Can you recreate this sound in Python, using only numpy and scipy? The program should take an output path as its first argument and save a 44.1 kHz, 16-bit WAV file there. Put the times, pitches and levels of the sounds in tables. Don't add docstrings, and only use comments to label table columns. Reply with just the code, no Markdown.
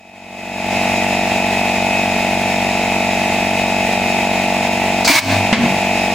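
import sys
import numpy as np
from scipy import signal
from scipy.fft import rfft, irfft, next_fast_len
from scipy.io import wavfile
from scipy.ndimage import uniform_filter1d, minimum_filter1d, map_coordinates

SR = 44100
rng = np.random.default_rng(int(sys.argv[2]) if len(sys.argv) > 2 else 0)


def generate_wav(signal):
    frames = np.transpose(np.atleast_2d(signal))
    scaled = np.clip(frames, -1, 1) * 32767
    pcm = np.round(scaled).astype(np.int16)
    wavfile.write(sys.argv[1], SR, pcm)


N = 270774
TIME = np.arange(N) / SR

# time_s, speed_hz [turns per second]
SPEED = [(0.0, 47.207), (0.85, 47.555), (1.95, 47.275), (2.5, 47.562), (2.8, 47.434), (4.25, 47.369),
         (4.7, 47.639), (5.3, 47.388), (5.55, 47.776), (5.9, 47.378), (6.14, 47.462)]


def amp(db):
    return 10 ** (np.asarray(db) / 20)


def unit(x):
    return x / np.sqrt(np.mean(x ** 2) + 1e-20)


def along(points, hz):
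    point_hz, value = np.transpose(points)
    return np.interp(np.log(hz + 1), np.log(point_hz + 1), value)


def wobble(knots_hz):
    knots = rng.standard_normal(int(N * knots_hz / SR) + 4)
    return map_coordinates(knots, [TIME * knots_hz])


def filtered(x, response):
    size = next_fast_len(N + SR // 2)
    spectrum = rfft(x, size) * response(np.fft.rfftfreq(size, 1 / SR))
    return irfft(spectrum, size)[..., :N]


def colour(points):
    return lambda hz: amp(along(points, hz))


def resonances(modes):
    def response(hz):
        total = 0
        for k, (centre_hz, width_hz, db) in enumerate(modes):
            bandpass = 1j * hz * width_hz / (centre_hz ** 2 - hz ** 2 + 1j * hz * width_hz)
            total = total + (-1) ** k * amp(db) * bandpass
        return total
    return response


def rush(response, likeness=None):
    # pitch_hz, likeness [correlation, -1 to 1]
    default_likeness = [(70, 0.92), (300, 0.98), (700, 1), (1650, 1), (2050, 0.82), (2400, 0.35),
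                        (3300, 0.83), (4400, 0.26), (5200, -0.33), (6900, 0.46), (9000, -0.45),
                        (15000, -0.94)]
    points = default_likeness if likeness is None else likeness

    def mid_side_response(hz):
        turn_rad = np.arccos(np.clip(along(points, hz), -1, 1)) / 2
        return response(hz) * np.array([np.cos(turn_rad), np.sin(turn_rad)])

    mid, side = filtered(rng.standard_normal((2, N)), mid_side_response)
    return unit(np.array([mid + side, mid - side]))


def fade(start_s, t60_s, attack_s):
    age_s = np.maximum(TIME - start_s, 0)
    return amp(-60 * age_s / t60_s) * (1 - np.exp(-age_s / attack_s))


def ring(modes, start_s, attack_s):
    return sum(amp(db) * fade(start_s, t60_s, attack_s) * np.sin(2 * np.pi * hz * (TIME - start_s))
               for hz, db, t60_s in modes)


def cannon():
    # pitch_hz, likeness [correlation, -1 to 1]
    blast_likeness = [(900, .97), (2400, 0.84), (6000, 0.69), (10000, 0.64), (15000, -0.45)]
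    # pitch_hz, relative_db [per Hz]
    hiss_spectrum = [(1500, -16), (3500, -17), (4300, -3.5), (5500, -8), (7500, -12.5), (10000, -25),
                     (16000, -31)]
    # pitch_hz, relative_db [per Hz]
    jet_spectrum = [(59, -67), (100, -17), (238, -12), (307, -3.5), (460, -47), (618, 1), (832, -11),
                    (925, -2), (1330, -13), (2250, -1), (3090, -10.5), (4070, -8), (15800, -23.5)]
    # pitch_hz, width_hz, relative_db
    muzzle_modes = [(900, 100, -1), (2130, 300, 0), (4020, 110, -12)]
    dump_s, empty_s = 5.074, 5.193
    attack_s, sag_db_per_s, release_t60_s = 0.02, 27, 0.055
    jet_db, hiss_db, honk_db, muzzle_db = 2.5, -4, 0.5, -2
    honk_start_hz, honk_sag_hz_per_s = 2400, 1750

    age_s = np.clip(TIME - dump_s, 0, empty_s - dump_s)
    release_db = -60 * np.maximum(TIME - empty_s, 0) / release_t60_s
    flow_db = release_db - sag_db_per_s * age_s + 0.84 * wobble(120)
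    flow = (1 - np.exp(-age_s / attack_s)) * amp(flow_db)

    valve = amp(-11) * fade(5.046, t60_s=0.17, attack_s=0.0017)
    hiss = (valve + amp(hiss_db) * flow) * rush(colour(hiss_spectrum), blast_likeness)
    jet = amp(jet_db) * flow * rush(colour(jet_spectrum), blast_likeness)

    pitch_hz = honk_start_hz - honk_sag_hz_per_s * age_s + 75 * wobble(250)
    honk = amp(honk_db + 1.9 * wobble(150)) * np.sin(2 * np.pi * np.cumsum(pitch_hz) / SR)
    muzzle = amp(muzzle_db) * rush(resonances(muzzle_modes), blast_likeness)
    return hiss + jet, flow * (honk + muzzle)


def muzzle_pop():
    # pitch_hz, level_db, t60_s
    pop_modes = [(285, 9, .06), (665, 5, .05)]
    return ring(pop_modes, start_s=5.097, attack_s=0.002)


def barrel_hum():
    # pitch_hz, level_db, t60_s
    barrel_modes = [(100.3, -7.5, 0.96), (268, -2, 0.43)]
    return ring(barrel_modes, start_s=5.2, attack_s=0.11)


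def blows(crack_t60_s):
    # start_s, boom_db, boom_hz, boom_t60_s, crack_db [relative to boom_db]
    blow_rows = [(5.527, 10, 226, 0.069, -7.5), (5.59, -3.5, 240, 0.29, -26), (5.648, -9.5, 205, 0.1, -17)]
    # pitch_hz, relative_db [per Hz]
    crack_spectrum = [(100, -26), (300, -7), (800, -2.5), (1300, -12), (2100, -1), (3200, -9.5),
                      (5500, -17), (9000, -27), (16000, -43)]
    booms = sum(ring([(hz, db, t60_s)], start_s, attack_s=0.00099)
                for start_s, db, hz, t60_s, _ in blow_rows)
    cracks = sum(amp(db + crack_db) * fade(start_s, crack_t60_s, attack_s=0.00052)
                 for start_s, db, _, _, crack_db in blow_rows)
    return booms + cracks * rush(colour(crack_spectrum))


def wall_panels():
    # pitch_hz, width_hz, relative_db
    panel_modes = [(196, 48, 10), (225, 19, -10)]
    return amp(-8.5) * fade(5.53, t60_s=0.64, attack_s=0.019) * rush(resonances(panel_modes))


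def yard(x, delay_s, dull_hz):
    # pitch_hz, t60_s
    yard_t60 = [(150, 0.55), (2000, 0.46), (6000, 0.41), (14000, 0.48)]
    hz, tail_s, bins = signal.stft(rng.standard_normal((2, SR // 2)), SR, nperseg=256)
    decay = amp(-60 * tail_s / along(yard_t60, hz)[:, None])
    tail = signal.istft(bins * decay, SR, nperseg=256)[1]
    tail = tail + 0.81 * tail[::-1]
    wet = signal.fftconvolve(x, tail / np.linalg.norm(tail[0]), axes=1)[:, :N]
    return filtered(wet, lambda f: np.exp(-2j * np.pi * f * delay_s) / (1 + 1j * f / dull_hz))


def pump(turns, level_db, second_at_turn, second_db, jitter_turns, scatter_db, own_db, alternate,
         half_order_db, puff_db):
    # order [multiple of the speed], relative_db
    pump_orders = [(1, -15), (2, -8.5), (3, -12), (4, -0.5), (5, 0.5), (6, -12), (7, -6), (8, -19),
                   (9, -16.5), (10, -9), (11, -50), (12, -10), (13, -2), (14, 2), (15, 0.5), (16, -3),
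                   (17, -4), (18, 0), (19, -8), (20, -10), (21, -36), (22, -22.5), (23, -26), (24, -19),
                   (25, -23), (26, -38), (27, -36), (28, -17), (29, -28), (30, -23.5), (31, -18.5)]
    # pitch_hz, width_hz, relative_db
    housing_modes = [(198, 80.2, -0.5), (659, 171.5, 0.5), (878, 115.9, -2)]
    housing = resonances(housing_modes)
    nominal_hz = SPEED[1][1]
    angle = turns + jitter_turns * wobble(70)
    tone = np.zeros(N)
    for order, db in pump_orders:
        two_puffs = 1 + amp(second_db) * np.exp(-2j * np.pi * order * second_at_turn)
        lag_rad = np.angle(two_puffs * housing(order * nominal_hz) ** 2)
        tone += amp(db + own_db * wobble(14)) * np.cos(2 * np.pi * order * angle + lag_rad)
    tone = amp(level_db + scatter_db * wobble(60)) * unit(tone)
    tone *= 1 - alternate * np.cos(np.pi * angle)
    tone -= amp(half_order_db) * np.cos(np.pi * 9 * angle)
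    gate = unit(np.exp(1.6 * np.cos(2 * np.pi * (angle - 0.1))))
    return tone + amp(puff_db) * gate * rush(housing)


def motor(turns, slowing_hz, waver_db, drift_turns, port_lag_rad, swing_rad, sides_db):
    # order [multiple of the speed], sideband [multiple of pull_hz],
    # relative_db [sides_db is added]
    weak_tones = [(45, 0, -41), (49, -1, -39), (49, 0, -41), (54, -1, -31.5), (55, -1, -41), (55, 0, -40),
                  (54, 1, -34.5)]
    pull_hz = 120
    slot_db, slot_db_per_hz = -29.5, 24
    whine = np.zeros((2, N))
    slip_turns = drift_turns * wobble(12)
    main = (54, 0, slot_db + slot_db_per_hz * slowing_hz)
    weaker = [(order, sideband, db + sides_db) for order, sideband, db in weak_tones]
    for order, sideband, db in [main, *weaker]:
        cycles = order * (turns + slip_turns) + sideband * pull_hz * TIME
        phase = 2 * np.pi * cycles + swing_rad * abs(sideband)
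        port_phase = phase + port_lag_rad * np.array([[1], [-1]])
        whine += amp(db + waver_db * wobble(10)) * np.sqrt(2) * np.sin(port_phase)
    return whine


def compressor():
    # pitch_hz, relative_db [per Hz]
    fan_spectrum = [(30, -22), (60, -6.5), (220, -7), (430, 0), (510, -6), (820, 3.5), (1220, -11),
                    (1620, -9), (1950, 1), (2750, -1.5), (3050, -6.5), (4600, -12.5), (8000, -16),
                    (15500, -25)]
    # pitch_hz, width_hz, relative_db [before squaring]
    shroud_modes = [(3780, 300, 1), (5130, 320, 1), (6860, 510, -1.5)]
    rated_hz, start_turns = 47.44, 0.57
    speed_hz = np.interp(TIME, *np.transpose(SPEED))
    turns = start_turns + np.cumsum(speed_hz) / SR + 0.003 * wobble(5)
    strokes = pump(turns, level_db=-19.5, second_at_turn=0.57, second_db=-5.5, jitter_turns=0.0011,
                   scatter_db=0.1, own_db=0.3, alternate=0.094, half_order_db=-36.0, puff_db=-42.5)
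    whine = motor(turns, rated_hz - speed_hz, waver_db=1.5, drift_turns=0.0012, port_lag_rad=0.44,
                  swing_rad=1.16, sides_db=1.5)
    fan_db = -23.5 + 0.73 * wobble(30) + 0.34 * np.cos(2 * np.pi * turns)
    fan = amp(fan_db) * rush(colour(fan_spectrum))
    shroud_noise = rush(lambda hz: np.abs(resonances(shroud_modes)(hz)) ** 2)
    shroud = amp(-35.5 + 1.3 * wobble(24.93)) * shroud_noise
    whine_balance = amp(1.2 * np.array([[1], [-1]]))
    return strokes + shroud + fan + whine * whine_balance


def scene():
    roar, honk = cannon()
    bangs = blows(crack_t60_s=0.18)
    near = amp(-11) * yard(roar + bangs, delay_s=0.02, dull_hz=5060)
    sheds = amp(-21) * yard(roar, delay_s=0.16, dull_hz=4000)
    shot = roar + honk + muzzle_pop() + barrel_hum()
    return shot + bangs + wall_panels() + near + sheds + compressor()


def gain_control(x, ceiling_db, hold_s, recovery_db_per_s):
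    peak_db = 20 * np.log10(np.abs(x).max(axis=0) + 1e-9)
    needed_db = np.minimum(0, ceiling_db - peak_db)
    size = 2 * int(hold_s * SR / 2) + 1
    held_db = minimum_filter1d(needed_db, size, origin=size // 2)
    climb_db = recovery_db_per_s * TIME
    gain_db = np.minimum.accumulate(held_db - climb_db) + climb_db
    smooth_db = uniform_filter1d(minimum_filter1d(gain_db, size=64), size=64)
    return x * amp(smooth_db)


def record(dry):
    # pitch_hz, gain_db
    port = [(12000, 1), (14000, 0.5), (15200, 16), (16000, 8.5)]
    top_hz = 15800
    fade_db = np.interp(TIME, [0, 0.76], [-28, 0])
    coloured = filtered(dry, colour(port))
    levelled = gain_control(coloured, ceiling_db=0.17, hold_s=0.028, recovery_db_per_s=158)
    return filtered(levelled * amp(fade_db), lambda hz: hz < top_hz)


dry = scene()
out = record(dry)
generate_wav(out)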